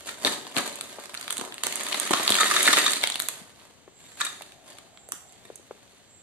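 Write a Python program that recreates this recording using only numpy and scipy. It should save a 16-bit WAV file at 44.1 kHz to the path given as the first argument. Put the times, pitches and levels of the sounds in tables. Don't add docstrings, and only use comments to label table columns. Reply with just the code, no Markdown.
import sys
import numpy as np
from scipy import signal
from scipy.fft import rfft, irfft
from scipy.io import wavfile
from scipy.ndimage import uniform_filter1d, minimum_filter1d

SR = 44100
rng = np.random.default_rng(int(sys.argv[2]) if len(sys.argv) > 2 else 0)


def log_audio(samples):
    frames = np.atleast_2d(samples).T
    limited = np.clip(frames, -1, 1)
    pcm = np.round(limited * 32767).astype(np.int16)
    wavfile.write(sys.argv[1], SR, pcm)


N = 274654
TIME = np.arange(N) / SR
TOP_HZ, CLICK_T60_S = 14300, 0.016

# (start [s], length [s], opening flow [dB], closing flow [dB], rumble trim [dB])
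SLIDES = [(0.0, 0.013, -35, -53, 2), (0.202, 0.85, -49.5, -46, 1.5), (1.194, 0.22, -44.5, -52, -0.5),
          (1.647, 1.135, -38.5, -22.5, -1), (3.164, 0.18, -44.5, -47, -0.5), (3.443, 0.18, -64, -56, 0),
          (4.008, 0.37, -55.5, -49.5, -3), (4.682, 0.12, -49.5, -58.5, -0.5), (5.297, 0.68, -61, -62, -2.5)]


def clicks(mid_db=-12, body_db=-29, treble_db=-12, ring_db=-23, graze_db=-21, lead_s=.003, size=2048):
    # (time [s], level [dB], resonance [Hz], treble trim [dB], attack [s], pan left [dB])
    hits = [(0.0908, -20, 1660.0, -11, 0.00074, -1), (0.2484, -8.5, 3640, -18, 0.00069, -4),
            (0.2645, -16, 3680.0, -25, 0.0011, -5), (0.2702, -17, 3770, -15, 0.00085, 9),
            (0.468, -25.5, 970.0, -13, 0.0007, 1), (0.5655, -14, 2760.0, -20, 0.00083, 9.5),
            (0.5733, -14, 1580, -9, 0.0013, -3), (0.581, -11.5, 1550.0, -10, 0.0011, 0),
            (0.7559, -31, 3650, 4, 0.0011, 1), (0.8094, -20.5, 4150, -1, 0.001, 4.5),
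            (1.0561, -31, 970.0, -3, 0.0009, -7), (1.1422, -24.5, 2220.0, -6.5, 0.00089, -5),
            (1.149, -22.5, 1570.0, -6.5, 0.00056, 0), (1.2109, -25.5, 1180.0, -1.5, 0.00068, 0),
            (1.2274, -28, 4130.0, -9, 0.00073, 3), (1.2792, -19.5, 2200, -10, 0.00047, 2),
            (1.3015, -23, 3300, -13, 0.0011, -6), (1.306, -18, 3340.0, 1, 0.00058, 3),
            (1.3234, -33, 3450.0, 9, 0.0011, -3), (1.3255, -21.5, 1510.0, 1.5, 0.0013, -2),
            (1.3691, -23.5, 2050.0, -0.5, 0.0007, -3), (1.3794, -23, 3900.0, 1, 0.0013, -3),
            (1.3965, -23.5, 1010.0, -8, 0.00071, -3), (1.4114, -20.5, 1100.0, -6, 0.001, -2),
            (1.4499, -29, 970.0, -3, 0.00059, -4), (1.5233, -26.5, 1740.0, -14, 0.00033, -3),
            (1.542, -29, 4090.0, 0.5, 0.0006, 0), (1.5808, -25.5, 2560.0, -11, 0.00059, 3),
            (1.635, -14, 2040, -1.5, 0.0009, -1.5), (1.6671, -18.5, 2800.0, 1.5, 0.0008, -5),
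            (1.7234, -18, 1960.0, -6, 0.0015, -2), (1.7562, -25.5, 4360, 7, 0.00077, -5.5),
            (1.8084, -19.5, 1140.0, -6, 0.00094, -1), (1.8332, -35.5, 4480.0, 12, 0.0013, -0.5),
            (1.8654, -23, 3250.0, -4, 0.0012, 3), (1.9272, -13.5, 2820, -22, 0.00063, 0),
            (1.9439, -13.5, 2450.0, -11, 0.0013, -2), (1.9988, -19, 3420.0, 5, 0.00058, -3),
            (2.0741, -21, 1610.0, -10.5, 0.00079, -6.5), (2.1077, -17.5, 960, -0.5, 0.0014, -2),
            (2.1345, -9.5, 1140, -16, 0.00069, 3.5), (2.137, -7, 1080, -12, 0.00029, -7),
            (2.1714, -19, 1140.0, -12.5, 0.0011, 0), (2.1967, -17.5, 1180.0, -16, 0.00068, 4.5),
            (2.2778, -6, 3850, -13, 0.00046, -1), (2.2934, -11, 3600.0, -12, 0.00023, -6),
            (2.3032, -12, 3430, 2.5, 0.00056, -1.5), (2.3212, -7.5, 2800.0, -11, 0.00067, 1),
            (2.3422, -11, 3290.0, -9.5, 0.00094, -1), (2.3533, -10.5, 2150.0, -5, 0.00032, -0.5),
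            (2.3752, -17, 3180, -6, 0.00034, 2), (2.4318, -8, 1770.0, -22, 0.00077, 0.5),
            (2.6291, -19.5, 2710.0, 9, 0.0007, 7.5), (2.654, -17, 3600.0, -2.5, 0.00083, 0),
            (2.6828, -7.5, 1790.0, -17, 0.0008, 9), (2.77, -5.5, 1790.0, -14.5, 0.0011, -1),
            (2.7873, -21, 2480.0, -9.5, 0.00098, -5.5), (2.9063, -23.5, 2760.0, 3.5, 0.0012, -8),
            (2.9175, -24, 3290.0, 7.5, 0.0016, -1), (2.9329, -12, 3750, -4, 0.0012, -2.5),
            (3.0313, -15.5, 2700, -4.5, 0.0021, -1.5), (3.0375, -5.5, 2230, -11.5, 0.00076, 0),
            (3.0722, -14, 3200, -4, 0.00085, -3), (3.0999, -18.5, 2890.0, -2.5, 0.00087, -1),
            (3.1565, -17, 3120, -7, 0.00056, -2), (3.1947, -23, 4130.0, 0, 0.00099, 0),
            (3.2002, -14.5, 4130, 1, 0.00028, 10), (3.2207, -33.5, 4480.0, 11, 0.00079, -6),
            (3.2855, -16, 3830.0, 3, 0.00073, -0.5), (4.2153, -16.5, 1530.0, -18, 0.00068, 4),
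            (4.2492, -22.5, 2370.0, 3, 0.0011, 1), (4.2528, -29, 4370, 3, 0.001, 8),
            (4.4203, -30, 2480, -2.5, 0.001, -4), (4.5207, -37, 2020.0, -7, 0.0006, -3),
            (4.6768, -42, 970.0, -1, 0.0011, 1), (4.7848, -33.5, 1660.0, -4.5, 0.00071, 2),
            (4.9732, -37, 1660.0, -18, 0.00077, -7), (5.0878, -39.5, 4390.0, 6.5, 0.00098, 1),
            (5.1206, -20.5, 1210.0, 2.5, 0.00062, 0.5), (5.3237, -50.5, 2350.0, 5, 0.00041, -9),
            (5.5559, -44.5, 4160.0, 9.5, 0.0016, -9)]
    out, t, t60 = np.zeros((2, N)), TIME[:size], CLICK_T60_S
    width = 1.195
    for s, db, hz, trim_db, attack_s, pan_db in list(hits) + strays():
        ring = tick(t60, ring_db=-5, ring_stretch=5.2) * (1 - fade(t, t60))
        snap = stereo_noise(0.96, size) * swell(t, attack_s) + undb(ring_db) * ring
        snap = strength(askew(snap))
        body = undb(body_db) * strength(band(tick(2 * t60, own=0.29), 180, 1400))
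        resonance = strength(band(snap, hz / width, hz * width, order=1))
        mid = undb(mid_db) * strength(strength(band(snap, 770, 4650, order=3)) + resonance)
        top = undb(treble_db + trim_db) * strength(band(snap, 5740, TOP_HZ))
        sides_db = db + np.array([[pan_db], [-pan_db]]) / 2
        add(out, s, undb(sides_db) * (body + mid + top))
        graze = tick(2 * t60) * (1 - fade(t, t60))
        graze = strength(band(graze, 1400, 12000))
        add(out, s - lead_s * (.5 + rng.random()), undb(db + mid_db + graze_db) * graze)
    return out


def strays(per_s=12, over_flow_db=12, limit_db=-22, scatter_db=1, hz=2390, trim_db=-14, attack_s=.0006):
    level_db = np.minimum(20 * np.log10(flow() + 1e-9) + over_flow_db, limit_db)
    hits = []
    for when, force, pitch in rng.random((int(per_s * N / SR), 3)):
        db = level_db[int(when * N)] + scatter_db * (2 * force - 1)
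        hits.append((when * N / SR, db, hz * 2 ** (pitch - .5), trim_db, attack_s, 0))
    return hits


def tick(t60, ring_db=-14, ring_stretch=5.9, own=1.0, modes=7, size=2048):
    t = TIME[:size]
    hz = np.exp(rng.uniform(np.log(1500), np.log(11000), (modes, 1)))
    phase = rng.uniform(0, 2 * np.pi, (modes, 1)) + rng.standard_normal((2, modes, 1))
    ring = unit(np.sin(2 * np.pi * hz * t + phase).sum(axis=1))
    crack = stereo_noise(own, size) * fade(t, t60)
    return crack + undb(ring_db) * ring * fade(t, t60 * ring_stretch)


def askew(sound, spread_samples=3.5):
    lag = int(np.clip(spread_samples * rng.standard_normal(), -9, 9))
    return np.array([np.pad(side, (max(k, 0), 0))[:len(side)] for side, k in zip(sound, (lag, -lag))])


def clacks(crack_db=-10, bark_db=-8, count=6, size=4096):
    # (time [s], level [dB], chatter length [s], lowest mode [Hz], its trim [dB], high-mode trim [dB])
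    landings = [(0.083, -33, .0087, 1310, 1, -8), (0.269, -24, 0.008, 1280, -7, -10),
                (0.582, -26, 0.0063, 1310, 0, -5), (2.132, -18, 0.0041, 1110, 32, -4),
                (2.382, -18.5, .007, 1385, 3.5, -3), (2.398, -12.5, 0.019, 1255, 6, -1),
                (2.511, -16.5, .0025, 1256, 3, -22), (2.457, -25, 0.003, 1450, 0, -4),
                (2.542, -25, 0.0051, 1260, 7, -6), (2.605, -24, 0.003, 1280, -6, 0),
                (2.562, -16, 0.0046, 1277, 2.5, 0), (2.652, -20, 0.0089, 1230, -10, 1),
                (2.6755, -9.5, 0.002, 1403, -5.5, -14), (2.726, -14.5, 0.011, 1220, 0.5, -2),
                (2.769, -24.5, 0.0042, 1210, -6.5, -2), (2.774, -18, 0.0065, 1188, -2.5, -9),
                (2.861, -16.5, 0.006, 1235, -3.5, 3), (2.877, -22.5, .005, 1230, -10, -1),
                (4.201, -33, 0.003, 1204, 11, -4), (4.208, -22, 0.0025, 1300, -8, -23),
                (4.211, -22, 0.0046, 1213, 2.5, -1.5), (4.264, -29, 0.0056, 1254, -2, -1)]
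    out = np.zeros((2, N))
    for s, db, length, hz, lowest_db, high_db in landings:
        force = np.sin(np.pi * np.minimum(TIME[:size] / length, 1))
        at = ((np.arange(count) + rng.random(count)) / count * length * SR).astype(int)
        contacts = np.zeros(size)
        contacts[at] = force[at]
        chatter = signal.fftconvolve(tick(0.003, own=0.92), contacts[None], axes=1)[:, :size]
        crack = undb(crack_db) * strength(band(chatter, 710, 8300))
        bark = undb(bark_db) * strength(band(chatter, 1040, 1880))
        ring = strength(ornament(force, hz, lowest_db, high_db))
        add(out, s, undb(db) * strength(ring + crack + bark))
    return band(out, 800, 21000)


def ornament(force, lowest_hz, lowest_db=3, high_db=-3, lowest_t60=0.029,
             detune=0.012, spot_db=2, wander_hz=40):
    # (frequency [Hz], level [dB], t60 [s])
    upper_modes = [(1450, -17, 0.028), (1775, -4, 0.083), (1899, -6.5, 0.039), (2407, -10, 0.03),
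                   (3558, -6.5, 0.031), (3738, -9, 0.03), (3840, -6, 0.032), (4465, -11, 0.08),
                   (5830, -18.5, 0.041), (6700, -29, 0.03), (7270, -16, 0.03)]
    out, t = 0, TIME[:len(force)]
    for hz, db, t60 in [(lowest_hz, lowest_db, lowest_t60)] + upper_modes:
        tune, spot = rng.standard_normal(2)
        envelope = signal.lfilter([1], [1, -fade(1 / SR, t60)], force)
        waver = np.cumsum(rng.standard_normal(len(t))) * np.sqrt(2 * np.pi * wander_hz / SR)
        phase = rng.standard_normal((2, 1)) * hz / 4500
        wave = np.sin(2 * np.pi * hz * (1 + detune * tune) * t + waver + phase)
        out = out + undb(db + spot_db * spot + high_db * (hz > 3000)) * strength(envelope * wave)
    return out


def heap(body_db=-17.5, clatter_db=-3.5, treble_db=-6.5, rub_db=-12, count=60, size=4096):
    # (frequency [Hz], gain [dB])
    heap_eq = [(80, -16), (170, -3), (300, 2.5), (600, -2), (1000, -1), (2000, -1), (2800, -3.5),
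               (4400, -4), (5100, -3.5), (7000, -0.5), (10000, -3.5), (14000, 4.5)]
    # (time [s], level [dB])
    ring_mix = [(0, -16), (2.3, -4.5), (2.42, -3.5), (3.05, -26), (6.2, -17)]
    pieces = [tick(t60, ring_db=-8.0) for t60 in 0.012 * np.exp(.5 * rng.standard_normal(count))]
    grains = shower(pieces, per_s=330, scatter_db=3.5) + undb(rub_db) * stereo_noise(1, N)
    grains = np.array([colour(side, heap_eq) for side in grains])
    body = unit(band(grains.mean(axis=0) + 0.35 * grains, 176, 1050, order=3))
    clatter = unit(band(grains, 1100, 5960, order=3))
    treble = unit(band(grains, 5010, 12340, order=3))
    shells = [ornament(signal.unit_impulse(size), hz) for hz in rng.normal(1293, 25, count // 4)]
    share = undb(np.interp(TIME, *np.transpose(ring_mix)))
    rings = share * band(shower(shells, per_s=100, scatter_db=6.5), 800, 15000)
    moving = flow()
    surge, low_surge = surges()
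    return ((undb(body_db) * rumble() + low_surge) * body
            + undb(clatter_db) * moving * (clatter + rings) / np.sqrt(1 + share ** 2)
            + undb(treble_db) * moving * treble
            + surge * (undb(-0.5) * clatter + undb(-2.5) * treble))


def shower(pieces, per_s, scatter_db, window=3000):
    out = np.zeros((2, N))
    for when, force, which in rng.random((int(per_s * N / SR), 3)):
        gain = undb(-scatter_db * np.log(1 - .99 * force))
        add(out, when * N / SR, gain * pieces[int(which * len(pieces))])
    return out / np.sqrt(uniform_filter1d(np.mean(out ** 2, axis=0), window) + 1e-9)


def slides():
    return np.array([spell(*row[:4], attack_db_per_s=268, release_db_per_s=67) for row in SLIDES])


def flow():
    return slides().max(axis=0)


def rumble(db_per_flow_db=0.75):
    gains = [undb(row[4]) * gain ** db_per_flow_db for row, gain in zip(SLIDES, slides())]
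    return np.max(gains, axis=0)


def surges():
    # (crest time [s], level [dB], rise constant [s], fall constant [s], rumble trim [dB])
    shakes = [(0.083, -39.5, 0.02, 0.036, -7), (0.261, -31.5, 0.019, 0.032, 1),
              (.33, -37, 0.017, 0.012, -12), (0.575, -33, 0.012, 0.03, 4), (.665, -39.5, 0.01, 0.025, -6),
              (1.43, -51, 0.024, 0.051, 9), (1.668, -36, 0.01, 0.0046, -25),
              (4.208, -33.5, 0.008, 0.009, -20), (4.255, -37, 0.0073, 0.011, -18),
              (3.65, -69, 0.0091, 0.0073, -6), (4.73, -62, 0.0089, 0.0073, -5),
              (5.457, -56.5, 0.012, 0.0049, 1)]
    rustle, low = 0, 0
    for s, db, rise, fall, low_db in shakes:
        envelope = undb(db) * np.exp(-np.maximum((s - TIME) / rise, (TIME - s) / fall))
        rustle = rustle + envelope
        low = low + undb(low_db) * envelope
    return rustle, low


def knocks(rise_s=0.0012, swell_cycles=0.97, bend=0.78, relax_s=0.0017, size=6000):
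    # (time [s], level [dB], nominal pitch [Hz], tail t60 [s])
    thuds = [(.248, -24.5, 300, 0.062), (.265, -24.5, 695, .06), (0.451, -36.5, 420, 0.033),
             (.566, -24, 310, 0.063), (.580, -25.5, 640, 0.073), (.984, -32, 510, 0.052),
             (1.388, -30, 282, 0.048), (1.411, -30.5, 310, 0.061), (1.665, -26, 555, 0.052),
             (1.943, -29, 710, 0.063), (2.106, -17.5, 368, 0.059), (2.133, -24, 270, 0.074),
             (2.197, -24.5, 456, 0.06), (2.301, -20.5, 303, 0.059), (2.430, -23, 426, .03),
             (2.687, -20, 327, .04), (2.776, -20, 414, 0.038), (3.038, -25, 560, 0.043),
             (3.413, -39, 219, .04), (3.877, -38.5, 410, 0.04), (4.409, -33.5, 720, 0.037),
             (5.088, -41, 520, 0.023), (5.132, -38.5, 348, .02), (5.501, -30, 493, .025),
             (5.595, -42.5, 410, 0.026), (5.7087, -27, 470, 0.031)]
    out, t = np.zeros((2, N)), TIME[:size]
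    for s, db, hz, t60 in thuds:
        pitch = hz * (1 + bend * (np.exp(-t / relax_s) - .25))
        thud = np.sin(2 * np.pi * np.cumsum(pitch) / SR) * swell(t, swell_cycles / hz) ** 2
        tail_db = -2 + 9.5 * np.log2(t60 / 0.048)
        noise = unit(band(stereo_noise(0.86, size), hz / 2.6, hz * 2.53))
        tail = noise * fade(t, t60) * (1 - np.exp(-t / rise_s))
        add(out, s, undb(db) * (thud + undb(tail_db) * tail))
    return band(out, 140, 6000)


def table_top(blows, ring_db=-12, size=16384):
    # (frequency [Hz], resonant gain [dB], t60 [s])
    wood_modes = [(149.6, 25.5, 0.59), (211.6, 10.5, 0.081), (307, 2.5, 0.059), (406, -12, 0.39),
                  (768, 5.5, 0.024)]
    t, ring = TIME[:size], 0
    for hz, db, t60 in wood_modes:
        unity = 2 * np.log(1000) / (t60 * SR)
        ring = ring + undb(db) * unity * np.sin(2 * np.pi * hz * t) * fade(t, t60)
    return undb(ring_db) * signal.oaconvolve(blows.mean(axis=0), ring)[:N]


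def bead(hz=3880, t60=.012, gain_db=-12, crack_db=-6, detune=0.051, rise_s=.0005, size=2048):
    # (time [s], level [dB])
    bounces = [(1.174, -25), (2.959, -20.5), (2.970, -22), (3.013, -23.5), (3.121, -20), (3.143, -22)]
    out, t = np.zeros((2, N)), TIME[:size]
    for s, db in bounces:
        pitch = hz * (1 + detune * rng.standard_normal())
        tone = np.sin(2 * np.pi * pitch * t + rng.standard_normal((2, 1)))
        ping = strength(tone * fade(t, t60) * (1 - np.exp(-t / rise_s)))
        crack = strength(band(tick(CLICK_T60_S, size=size), 2500, 8700))
        add(out, s, undb(db + gain_db) * (ping + undb(crack_db) * crack))
    return out


def empty_bag(hz=712, width_hz=190):
    # (start [s], length [s], opening level [dB], closing level [dB])
    lift = (4.5, 0.9, -61, -63.5)
    rub = unit(band(stereo_noise(0.82, N), hz - width_hz / 2, hz + width_hz / 2))
    return rub * spell(*lift, attack_db_per_s=120, release_db_per_s=90)


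def near_wall(x, delay_s=.008, gain_db=-17):
    swapped = band(x, 2500, TOP_HZ)[::-1]
    return undb(gain_db) * np.pad(swapped, ((0, 0), (int(delay_s * SR), 0)))[:, :N]


def room(x, t60=0.5, wet_db=-6, onset_s=0.0011, top_db=-3, size=32768):
    t, out = TIME[:size], 0
    for side in x:
        low = band(stereo_noise(0.88, size), 120, 1046) * fade(t, t60)
        high = band(rng.standard_normal((2, size)), 1420, 7500) * fade(t, t60 * 0.89)
        top = undb(top_db) * band(rng.standard_normal((2, size)), 5500, TOP_HZ) * fade(t, t60 * 0.8)
        tail = (low + high + top) * (1 - np.exp(-t / onset_s))
        tail /= np.sqrt(np.sum(tail ** 2))
        out = out + signal.fftconvolve(side[None], tail, axes=1)[:, :N]
    return undb(wet_db) * out


def room_tone(level_db=-58):
    # (frequency [Hz], gain [dB])
    air_eq = [(30, -14.5), (60, -1.5), (100, 5), (200, 1.5), (400, -1), (720, -6.5), (1100, -11.5),
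              (2000, -9.5), (4000, -16), (5200, -18.5), (7500, -20), (11000, -30.5), (14000, -20)]
    return undb(level_db) * unit(np.array([colour(side, air_eq) for side in stereo_noise(1, N)]))


def trill():
    # (start [s], length [s], level [dB])
    phrases = [(3.97, 0.34, -65.5), (4.974, 0.33, -66), (6.118, 0.14, -66.5)]
    envelope = sum(spell(start, length, db, db, attack_db_per_s=250, release_db_per_s=108)
                   for start, length, db in phrases)
    return envelope * unit(band(stereo_noise(4.4, N), 7280, 7780))


def undb(db):
    return 10 ** (np.asarray(db) / 20)


def unit(x):
    return x / np.sqrt(np.mean(x ** 2))


def strength(x, size=220):
    return x / np.sqrt(np.sum(x ** 2) / (2 * size))


def fade(t, t60):
    return np.exp(-np.log(1000) * t / t60)


def swell(t, peak_s):
    u = t / peak_s
    return u * np.exp(1 - u)


def spell(start, length, first_db, last_db, attack_db_per_s, release_db_per_s):
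    end = start + length
    fade_in_db = attack_db_per_s * np.maximum(start - TIME, 0)
    fade_out_db = release_db_per_s * np.maximum(TIME - end, 0)
    return undb(np.interp(TIME, [start, end], [first_db, last_db]) - fade_in_db - fade_out_db)


def stereo_noise(own, size):
    return rng.standard_normal(size) + own * rng.standard_normal((2, size))


def band(x, lo_hz, hi_hz, order=2):
    sos = signal.butter(order, [lo_hz, min(hi_hz, .45 * SR)], 'band', fs=SR, output='sos')
    return signal.sosfilt(sos, x)


def eq_gain(points, size):
    hz, db = np.transpose(points)
    return undb(np.interp(np.log(np.fft.rfftfreq(size, 1 / SR) + 1), np.log(hz), db))


def colour(x, points, size=4096):
    cepstrum = irfft(np.log(eq_gain(points, size)))[:size // 2]
    cepstrum[1:] *= 2
    impulse = irfft(np.exp(rfft(cepstrum, size)))[:size // 2]
    return signal.oaconvolve(x, impulse)[:len(x)]


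def add(out, s, sound):
    i = max(int(s * SR), 0)
    out[:, i:i + sound.shape[1]] += sound[:, :max(N - i, 0)]


def port(x, points, lag_s=0):
    delay = np.exp(-2j * np.pi * np.fft.rfftfreq(N, 1 / SR) * lag_s)
    return irfft(rfft(x) * eq_gain(points, N) * delay, N)


def scene(hit_send_db=-2, knock_send_db=-13):
    ticks, shells, sliding, dull = clicks(), clacks(), heap(), knocks()
    sharp = ticks + shells + sliding
    reverb = room(undb(hit_send_db) * (ticks + shells) + sliding + undb(knock_send_db) * dull)
    direct = sharp + dull + bead() + empty_bag()
    return direct + table_top(sharp) + near_wall(ticks) + reverb + room_tone() + trill()


def record(dry, left_lag_s=.00007, ceiling=.72, window=65):
    # (frequency [Hz], gain [dB])
    left_eq = [(100, 1), (280, 2), (550, 1), (1500, -1), (2500, 0.5), (3100, 5), (3650, 6.5), (4600, 4),
               (5100, -1), (6700, 8.5), (9000, 0.5), (11000, 1), (14000, -8)]
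    right_eq = [(100, -9.5), (330, -12.5), (480, -0.5), (1100, 1), (1600, 0.5), (2300, 0.5), (3700, 3),
                (4600, 5), (5100, -1), (6500, 9.5), (8700, 12.5), (11500, 0), (14000, -6)]
    both = np.array([port(dry[0], left_eq, left_lag_s), port(dry[1], right_eq)])
    gain = ceiling / np.maximum(np.abs(both), ceiling)
    gain = uniform_filter1d(minimum_filter1d(gain, window), window)
    high_cut = signal.ellip(8, .2, 70, TOP_HZ, fs=SR, output="sos")
    return signal.sosfilt(high_cut, gain * both)


dry = scene()
out = record(dry)
log_audio(out)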